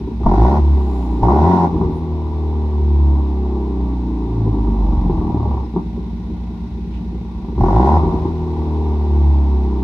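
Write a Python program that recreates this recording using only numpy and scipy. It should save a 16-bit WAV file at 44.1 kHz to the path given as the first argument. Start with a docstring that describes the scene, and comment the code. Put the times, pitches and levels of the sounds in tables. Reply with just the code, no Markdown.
"""Turbo four-cylinder revving, at the tailpipes

Outdoors, close behind twin pipes, three throttle blips bark out of a lumpy idle. Each firing rings the
pipe, silencer and tips. After each blip the engine winds down slowly, booming through the resonances,
and once burbles and pops its way back to idle. The engine bay hisses under the car."""
import sys
import numpy as np
from scipy import signal
from scipy.fft import rfft, irfft, next_fast_len
from scipy.io import wavfile
from scipy.ndimage import uniform_filter1d, minimum_filter1d

SR = 44100
rng = np.random.default_rng(int(sys.argv[2]) if len(sys.argv) > 2 else 0)


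def pcm_store(signal):
    """Save signal as 16-bit PCM."""
    levels = np.round(np.clip(np.atleast_2d(signal), -1, 1) * 32767)
    wavfile.write(sys.argv[1], SR, levels.astype(np.int16).T)


N = 433503
TIME = np.arange(N) / SR
# Slowing down, fuel returns and the engine sputters, then settles to idle: begins_hz, complete_hz
RELIGHT_HZ, SETTLE_HZ = (58.2, 43.2), (33.3, 30.4)
CYLINDER_LAG_S = 0.00034  # alternate cylinders fire this much early or late


# Deep resonances of the whole pipe: pitch_hz, width_hz, level_db
PIPE_MODES = [(49, 16, 0), (69.15, 5.5, 9), (113.1, 4.6, 2)]


def pipe_boom(turn, level_db, uneven_db, slack):
    """Off throttle the pulses ring the pipe; on throttle it is driven hard at the firing rate."""
    load = blips()[0]
    boom = firings(turn, PIPE_MODES, uneven_db, turbulence=0.018 + 0.02 * uneven_db,
                   spread_s=0.0061 * slack, lopsided=0.021, scatter=0.44, puff_decay=0.21, lag_s=0)
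    boom = cut(cut(boom, 42, "high", order=6), 139, "low", order=4)
    throb = -np.sqrt(2) * from_db(level_db + waver()) * np.cos(2 * np.pi * (turn - .12))
    return (1 - load) * at_level(boom, level_db) + cut(load * throb, 450, "low", order=4)


# Hollow chambers of the silencer: pitch_hz, width_hz, level_db
SILENCER_MODES = [(177.8, 30, 4), (228, 17, 3.5), (288.5, 27, 0), (318, 40, 1.5), (375, 31, 4),
                  (478, 32, -15)]


def silencer_burble(turn, level_db, uneven_db, sharp_db, slack):
    """Pulses ring the silencer; the more uneven the firing, the more gas rushes along with them."""
    burble = firings(turn, SILENCER_MODES, uneven_db, turbulence=.12 + .06 * uneven_db,
                     spread_s=.022 * slack, lopsided=0.17, scatter=0.81, puff_decay=1.0,
                     sharp_db=sharp_db)
    return at_level(cut(cut(burble, 110, "high", order=3), 450, "low", order=6), level_db)


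# Midrange ring of the open tailpipes: pitch_hz, width_hz, level_db
TAILPIPE_MODES = [(530, 70, -8), (611, 14, -3), (672, 30, -8), (730, 30, -4), (805, 42, 4.5),
                  (870, 150, -5), (925, 55, 2.5), (1120, 30, -4)]


def tailpipe_bark(turn, level_db, uneven_db, slack):
    """Tight pulses under load bark out of the tips; slack ones sink into the rush of gas."""
    rush = 1.4 * from_db(24 * (slack - 0.5))
    bark = firings(turn, TAILPIPE_MODES, uneven_db, turbulence=rush, spread_s=.018 * slack,
                   lopsided=0.087, scatter=0.59, puff_decay=0.25 + 1.6 * slack ** 3)
    return at_level(cut(cut(bark, 430, "high"), 1115, "low", order=14), level_db)


def firings(turn, modes, uneven_db, turbulence, spread_s, lopsided, scatter, puff_decay,
            sharp_db=0, lag_s=CYLINDER_LAG_S):
    """Each firing rings the modes with a pressure pulse and a turbulent puff."""
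    fired = np.flatnonzero(np.diff(np.floor(turn))) + 1
    side = (-1) ** np.arange(len(fired))  # alternate cylinders differ in strength and timing
    chance = rng.standard_normal((len(fired), len(modes) + 1))
    puffs = turbulence * gush(turn, puff_decay) * np.sqrt(crank_speed() / SR) * rng.standard_normal(N)
    # a sharper pulse favours the higher modes at the same total power
    drives = [from_db(db + sharp_db * np.log2(hz / modes[0][0])) for hz, _, db in modes]
    power = sum(drive ** 2 * width for drive, (_, width, _) in zip(drives, modes))
    total = np.sqrt((1 + turbulence ** 2) * power)
    out = 0
    for k, (hz, width, _) in enumerate(modes):
        # a weak pulse wanders through the chambers, so each mode answers at its own moment
        detour_s = (k * (np.sqrt(5) - 1) / 2) % 1 * spread_s[fired]
        arrival = np.clip(fired + ((side * lag_s + detour_s) * SR).astype(int), 0, N - 1)
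        strength_db = scatter * uneven_db[fired] * (1.1 * chance[:, -1] + 0.83 * chance[:, k])
        pulses = np.zeros(N)
        pulses[arrival] = (1 + lopsided * side) * from_db(strength_db)
        out = out - resonance(drives[k] / total * (pulses + puffs), hz, width)
    return out


def gush(turn, decay):
    """Gas flow jumps as each exhaust valve opens, then falls away; decay is counted in firings."""
    return rms_one(np.exp(-(turn % 1) / decay))


# One curve for each rev and its wind-down: time_s, firing_hz
REVS = [
    [(0.19, 30), (0.26, 37), (0.38, 52.3), (0.48, 62.9), (0.52, 73.9), (0.58, 72.7), (0.67, 72.3),
     (0.81, 67), (1.09, 59)],
    [(1.23, 56.4), (1.27, 56.2), (1.32, 69.2), (1.41, 76), (1.49, 90.5), (1.58, 88.7), (1.65, 84.6),
     (3.08, 70.8), (4.27, 57.0), (4.9, 47.7), (5.33, 38.9), (5.73, 29.6)],
    [(7.54, 29.6), (7.61, 36.1), (7.67, 43.4), (7.8, 61.5), (7.9, 74), (7.98, 80.1), (8.06, 83.5),
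     (8.46, 80.4), (9.44, 69.4), (9.83, 62.8)],
]


def crank_speed():
    """The engine's pace in firings per second, at every sample."""
    return np.interp(TIME, *np.vstack(REVS).T)


# Stabs of throttle: open_s, close_s, stumble_s, leftover_boost_db
BLIPS = [(0.2635, 0.58, 0.029, 2.5), (1.23, 1.66, 0.4, -0.5), (7.607, 7.978, 0.35, 2)]


def blips(attack_s=0.01, release_s=0.031, spool_lead_s=0.12, spool_fall_s=0.038, bleed_s=3.8):
    """Each blip loads the engine and spools the turbo; on lift-off it stumbles and boost bleeds away."""
    load = stumble = spool = boost_db = np.zeros(N)
    for opens, closes, stumble_s, leftover_db in BLIPS:
        lifted, peak = TIME > closes, closes - spool_lead_s
        load = load + ramp(TIME, opens - attack_s, opens) * ramp(TIME, closes + release_s, closes)
        stumble = stumble + lifted * ramp(TIME, closes + stumble_s, closes + .4 * stumble_s)
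        spool = spool + ramp(TIME, opens, peak) * ramp(TIME, closes + spool_fall_s, peak)
        bleeding_db = leftover_db * lifted * np.exp(-np.abs(TIME - closes) / bleed_s)
        boost_db = np.where(TIME < opens, boost_db, bleeding_db)
    return load, stumble, spool, boost_db * (1 - load)


def firing_count(speed):
    """Running count of firings, nudged so that one lands on the opening of each blip."""
    turn = np.cumsum(speed) / SR - .01
    for opens, *_ in BLIPS:
        at = int(opens * SR)
        turn[at:] += np.ceil(turn[at]) - turn[at] + 1 / SR
    return turn


# Base mix and feel of each way of running:
# boom_db, burble_db, bark_db, bay_db, uneven_db, sharp_db_per_octave, slack (0 is a tight pulse)
IDLING = (-11, -32, -46, -58, 5.5, -7.5, 1.04)
ON_LOAD = (2, -18.5, -17.5, -54, 4, 5.5, 0.18)
STUMBLING = (1.5, -22, -30.5, -56, 7.5, 0.5, 1.3)
COASTING = (-1.5, -30.5, -37, -58, 2.5, 4, 0.84)
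SPUTTERING = (-1, -26, -33, -56.5, 5.5, -6, 0.67)
# How strongly the pipe booms as the revs sweep through it: firing_hz, gain_db
BOOM_RESPONSE = [(30, -14), (40, -20), (49, -12.5), (55, -16.5), (60, -17.5), (66.5, -17.5), (69.3, -15),
                 (72, -8), (74.7, -15.5), (78, -17), (82, -21.5), (89, -24)]


def running(speed, boom_lag_s=0.07, load_ceiling_db=-12.5, reference_hz=61):
    """Speed and throttle blend the ways of running into layer levels and the feel of the firings."""
    load, stumble, spool, boost_db = blips()
    state = np.array(COASTING)[:, None]
    for way, share in ((SPUTTERING, ramp(speed, *RELIGHT_HZ)), (IDLING, ramp(speed, *SETTLE_HZ)),
                       (STUMBLING, stumble), (ON_LOAD, load)):
        state = state + share * (np.array(way)[:, None] - state)
    boom_db, burble_db, bark_db, bay_db, uneven_db, sharp_db, slack = state
    # the boom takes time to build, and off throttle it shakes the other layers
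    response_db = at_hz(BOOM_RESPONSE, np.interp(TIME - boom_lag_s, TIME, speed))
    shake_db = 0.11 * (1 - load) * (response_db - response_db.mean())
    ceiling_db = response_db.max() + load * (load_ceiling_db - response_db.max())
    boom_db = np.minimum(boom_db + response_db + 0.76 * boost_db, ceiling_db)
    octaves = np.log2(speed / reference_hz)
    effort_db = 2.5 * load * octaves
    burble_db = burble_db + effort_db + 0.17 * boost_db + 0.83 * shake_db
    bark_db = bark_db + effort_db + boost_db + 0.83 * shake_db
    bay_db = bay_db + octaves + 4 * spool + boost_db + shake_db  # 1 dB per octave of speed
    return boom_db, burble_db, bark_db, bay_db, np.abs(uneven_db), sharp_db, np.clip(slack, 0, 1)


# Partials of the note, the halves from unequal cylinders: multiple_of_firing_rate
NOTE_MULTIPLES = (2, 2.5, 3, 3.5, 4, 4.5, 5, 5.5, 6, 6.5, 7.5, 10)
# Strength of each partial: coasting_db, idling_db, on_load_db
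NOTE_LEVELS = [(-0.5, -19, 8), (-11, -22, -4), (-0.5, -19, 6.5), (-4.5, -20, -2), (-4, -11, 2.5),
               (0, -30.5, -2.5), (-2.5, -17, 2), (0.5, -26, -5), (-4, -6, 2.5), (-2, -14, -6), (-2, -8, -9),
               (-11.5, -9, -20.5)]
# The silencer's colour on the note: pitch_hz, gain_db
NOTE_COLOUR = [(90, -29.5), (103, -27.5), (111, -20.5), (122, -29.5), (136, -39.5), (142, -28), (149, -38),
               (162, -28), (190, -29), (215, -35), (226, -27), (240, -32), (258, -43), (277, -31),
               (290, -35), (305, -31.5), (325, -32), (345, -42.5), (360, -34), (380, -34.5), (410, -40),
               (455, -44), (490, -49)]


def engine_note(turn, speed, sputter_db=-4, flutter_db=2.0):
    """Multiples of the firing rate sing through the silencer as clean tones that glide with the crank."""
    load, idle = blips()[0], ramp(speed, *SETTLE_HZ)
    common_db = sputter_db * ramp(speed, *RELIGHT_HZ) * (1 - idle) * (1 - load) + waver()
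    tones = 0
    for multiple, (coast_db, idle_db, load_db) in zip(NOTE_MULTIPLES, NOTE_LEVELS):
        db = (1 - load) * (coast_db + idle * (idle_db - coast_db)) + load * load_db
        db += flutter_db * wander(turn)  # no two firings are alike
        db += at_hz(NOTE_COLOUR, multiple * speed)
        tones = tones + from_db(db) * np.sin(2 * np.pi * (multiple * turn + rng.random()))
    return cut(np.sqrt(2) * from_db(common_db) * tones, 520, "low", order=4)


# Pops in the exhaust, levels before trim: start_s, level_db, crack_vs_thud_db
POPS = [(0.011, -15, -21), (0.075, -10, -19.5), (0.112, -16, -11), (0.233, -14.5, 0), (1.283, -3.5, 9.5),
        (1.812, -5.5, -3), (4.465, -8, -12.5), (4.672, -12.5, -7), (4.541, -10, -12.5), (4.921, -14, -4.5),
        (5.048, -9.5, -24.5), (5.096, -4, -9), (5.141, -17.5, -12), (5.212, -7, -6), (5.267, -11, -10),
        (5.296, -19.5, 2.5), (5.345, -4, -6), (5.427, -16, 4.5), (5.456, -15, -4), (5.521, -15, 4),
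        (5.578, -15.5, 1.5), (5.738, -12, -15), (5.762, -2.5, -7), (5.975, -16.5, -18),
        (7.445, -17.5, -7.5), (7.485, -16.5, -8), (7.579, -7.5, -7.5), (7.684, -7, 6.5), (8.033, -3, -8.5),
        (8.253, -3.5, -9)]


def exhaust_pops(sputter_db=-27, sputter_s=0.029, trim_db=-3, crack_trim_db=-2.5):
    """A pressure kick with a short sputter thuds in the silencer and cracks at the tailpipes."""
    out, t = np.zeros(N), TIME[:SR // 4]
    for start_s, level_db, crack_db in POPS:
        blast = from_db(sputter_db) * rng.standard_normal(len(t)) * np.exp(-t / sputter_s)
        blast[0] += 1
        thud = peak_one(cut(ring(blast, SILENCER_MODES), 350, "low", order=4))
        crack = peak_one(cut(ring(blast, TAILPIPE_MODES), 1150, "low", order=12))
        pop = peak_one(thud + from_db(crack_db + crack_trim_db) * crack)
        start = round(start_s * SR)
        out[start:start + len(t)] -= from_db(level_db + trim_db) * pop
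    return out


# Rasp of the tips: pitch_hz, width_hz, level_db
JET_RINGS = [(1365, 170, 1.5), (1452, 70, -1.5), (1750, 78, -12), (1860, 60, -12), (1970, 53, -9.5)]
# Colour of the jet's hiss: pitch_hz, gain_db
JET_COLOUR = [(1500, -8), (1700, -9), (2000, 0.5), (2500, -23.5), (3000, -29), (3800, -19.5), (4400, -18.5),
              (5200, -8.5), (6600, -32.5), (8000, -36), (12000, -27), (15000, -30)]


def tailpipe_jet(turn, bark_db, hiss_db=-33, rasp_db=-27, spool_db=6):
    """Gas tears out of the tips in step with the firings; the rasp builds as the turbo spools."""
    spool = blips()[2]
    rings = rms_one(sum(from_db(db) * noise_band(hz, width) for hz, width, db in JET_RINGS))
    rasp = from_db(rasp_db + spool_db * spool) * gush(turn, decay=1.0) * rings
    air = from_db(hiss_db) * gush(turn, decay=0.99) * hiss(JET_COLOUR)
    return from_db(bark_db) * (rasp + air)


# Whines in the engine bay: pitch_hz, width_hz, level_vs_hiss_db
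BAY_RINGS = [(3900, 170, -7.5), (3567, 54, -9.5), (2600, 170, -11), (2200, 86, -14), (2030, 190, -8),
             (1413, 93, -5.5)]
# Colour of the bay's hiss: pitch_hz, gain_db
BAY_COLOUR = [(1500, -9.5), (1700, -7), (2150, -2), (3000, -7), (3800, -5), (4500, -9.5), (5400, -10),
              (6600, -21), (7900, -25), (9600, -24), (11500, -28), (15000, -31)]


def engine_bay(turn, bay_db):
    """Intake, belts and valve gear: a ringing hiss that pulses with the strokes."""
    whines = sum(from_db(db) * rms_one(resonance(rng.standard_normal((2, N)), hz, width))
                 for hz, width, db in BAY_RINGS)
    return from_db(bay_db + 2.5) * gush(turn, decay=4.3) * (hiss(BAY_COLOUR) + whines)


# Where the hiss leans in the stereo field: pitch_hz, left_minus_right_db
HISS_BALANCE = [(1500, -1.5), (2200, 3), (3700, 3.5), (6000, -4), (14000, -2)]


def hiss(colour):
    """Diffuse stereo noise in twelve coloured, panned bands, at unit rms."""
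    edges = np.geomspace(1450, 16000, 13)
    white, out = rng.standard_normal((2, 2, N)), 0
    for k, (low, high) in enumerate(zip(edges, edges[1:])):
        hz = np.sqrt(low * high)
        pan_db = at_hz(HISS_BALANCE, hz) * np.array([[.5], [-.5]])
        out = out + from_db(at_hz(colour, hz) + pan_db) * cut(white[k % 2], [low, high], "band")
    return rms_one(out)


# Thin hisses and whistles: peak_s, pitch_hz, width_hz, half_length_s, level_db
WISPS = [(0.983, 9700, 450, .22, -84), (0.97, 7010, 403, 0.35, -68), (0.988, 9800, 7400, 0.22, -64.5),
         (1.963, 9800, 200, .035, -66), (1.97, 14100, 294, 0.023, -73), (5.654, 5250, 300.2, 0.012, -59),
         (6.955, 2480, 1600, 0.037, -51)]


def wisps():
    """Faint bands of hiss swell and fade."""
    return sum(from_db(db) * np.exp(-((TIME - peak_s) / half_s) ** 2) * noise_band(hz, width)
               for peak_s, hz, width, half_s, db in WISPS)


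# Tone of the echoes, thin in the bass: pitch_hz, gain_db
ECHO_COLOUR = [(60, -25), (170, -22), (280, -14), (470, -16), (600, -11), (800, -15), (920, -11),
               (1050, -5), (1130, -7), (1280, 4)]


def yard_echoes(x, t60_s=0.21, centre_gain=0.17):
    """Ground, underbody and fence scatter the sound back, mostly from the sides."""
    t = TIME[:SR // 3]
    tails = rng.standard_normal((2, len(t))) * from_db(-60 * t / t60_s) * (t > .001)
    ahead, aside = tails / np.sqrt(np.sum(tails ** 2, axis=1, keepdims=True))
    echoes = centre_gain * ahead + aside * np.array([[1], [-1]])
    size = next_fast_len(N + SR)
    colour = from_db(at_hz(ECHO_COLOUR, np.arange(size // 2 + 1) * SR / size + 1))
    return irfft(rfft(x, size) * rfft(echoes, size) * colour, size)[:, :N]


def from_db(db):
    """Decibels to gain."""
    return 10 ** (np.asarray(db) / 20)


def rms_one(x):
    """Scale to unit rms."""
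    return x / np.sqrt(np.mean(x ** 2) + 1e-20)


def peak_one(x):
    """Scale to unit peak."""
    return x / np.abs(x).max()


def ramp(x, begins, complete):
    """Go from 0 to 1 as x moves between two values."""
    return np.clip((x - begins) / (complete - begins + 1e-9), 0, 1)


def at_hz(points, hz):
    """Read a spectrum on a log-frequency axis."""
    pitches, values = np.transpose(points)
    return np.interp(np.log(hz), np.log(pitches), values)


def cut(x, hz, kind, order=2):
    """Butterworth filter."""
    return signal.sosfilt(signal.butter(order, hz, kind, fs=SR, output="sos"), x)


def resonance(x, hz, width):
    """Two-pole resonance with unit gain at its peak."""
    r = np.exp(-np.pi * width / SR)
    feedback = [1, -2 * r * np.cos(2 * np.pi * hz / SR), r * r]
    return signal.lfilter(np.array([1, 0, -1]) * (1 - r * r) / 2, feedback, x + 1e-18)


def ring(x, modes):
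    """Parallel pipe modes, all in phase at the open end, so a pulse comes out compact."""
    return sum(from_db(db) * resonance(x, hz, width) for hz, width, db in modes)


def noise_band(hz, width):
    """Stereo noise passed twice through one resonance, at unit rms."""
    return rms_one(resonance(resonance(rng.standard_normal((2, N)), hz, width), hz, width))


def wander(position):
    """Glide to a new random value at each whole step of position."""
    return np.interp(position, np.arange(1000), rng.standard_normal(1000))


def waver(depth_db=1.5, rate_hz=7.0):
    """A slow random swing of level, in dB."""
    return depth_db * wander(TIME * rate_hz)


def at_level(x, db, window=4000):
    """Even out the slow level of x, then let it waver around db."""
    power = uniform_filter1d(uniform_filter1d(x * x, window), window)
    return x / np.sqrt(power + np.median(power) / 20) * from_db(db + waver())


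def scene():
    """Crank and throttle drive the engine; the exhaust sits near the middle, the hiss all round."""
    speed = crank_speed()
    turn = firing_count(speed)
    boom_db, burble_db, bark_db, bay_db, uneven_db, sharp_db, slack = running(speed)
    exhaust = (pipe_boom(turn, boom_db, uneven_db, slack)
               + silencer_burble(turn, burble_db, uneven_db, sharp_db, slack)
               + tailpipe_bark(turn, bark_db, uneven_db, slack)
               + engine_note(turn, speed) + exhaust_pops())
    direct = exhaust * from_db([[.2], [-.2]])
    return direct + yard_echoes(exhaust) + tailpipe_jet(turn, bark_db) + engine_bay(turn, bay_db) + wisps()


def record(dry):
    """A look-ahead limiter holds the peaks near full scale; a steep low-pass trims the very top."""
    needed_gain = 1 / np.maximum(np.abs(dry).max(axis=0), 1)
    held_gain = minimum_filter1d(needed_gain, size=800)
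    gain = uniform_filter1d(uniform_filter1d(held_gain, size=400), size=400)
    return signal.sosfilt(signal.ellip(10, .1, 80, 15700, fs=SR, output="sos"), dry * gain)


dry = scene()
out = record(dry)
pcm_store(out)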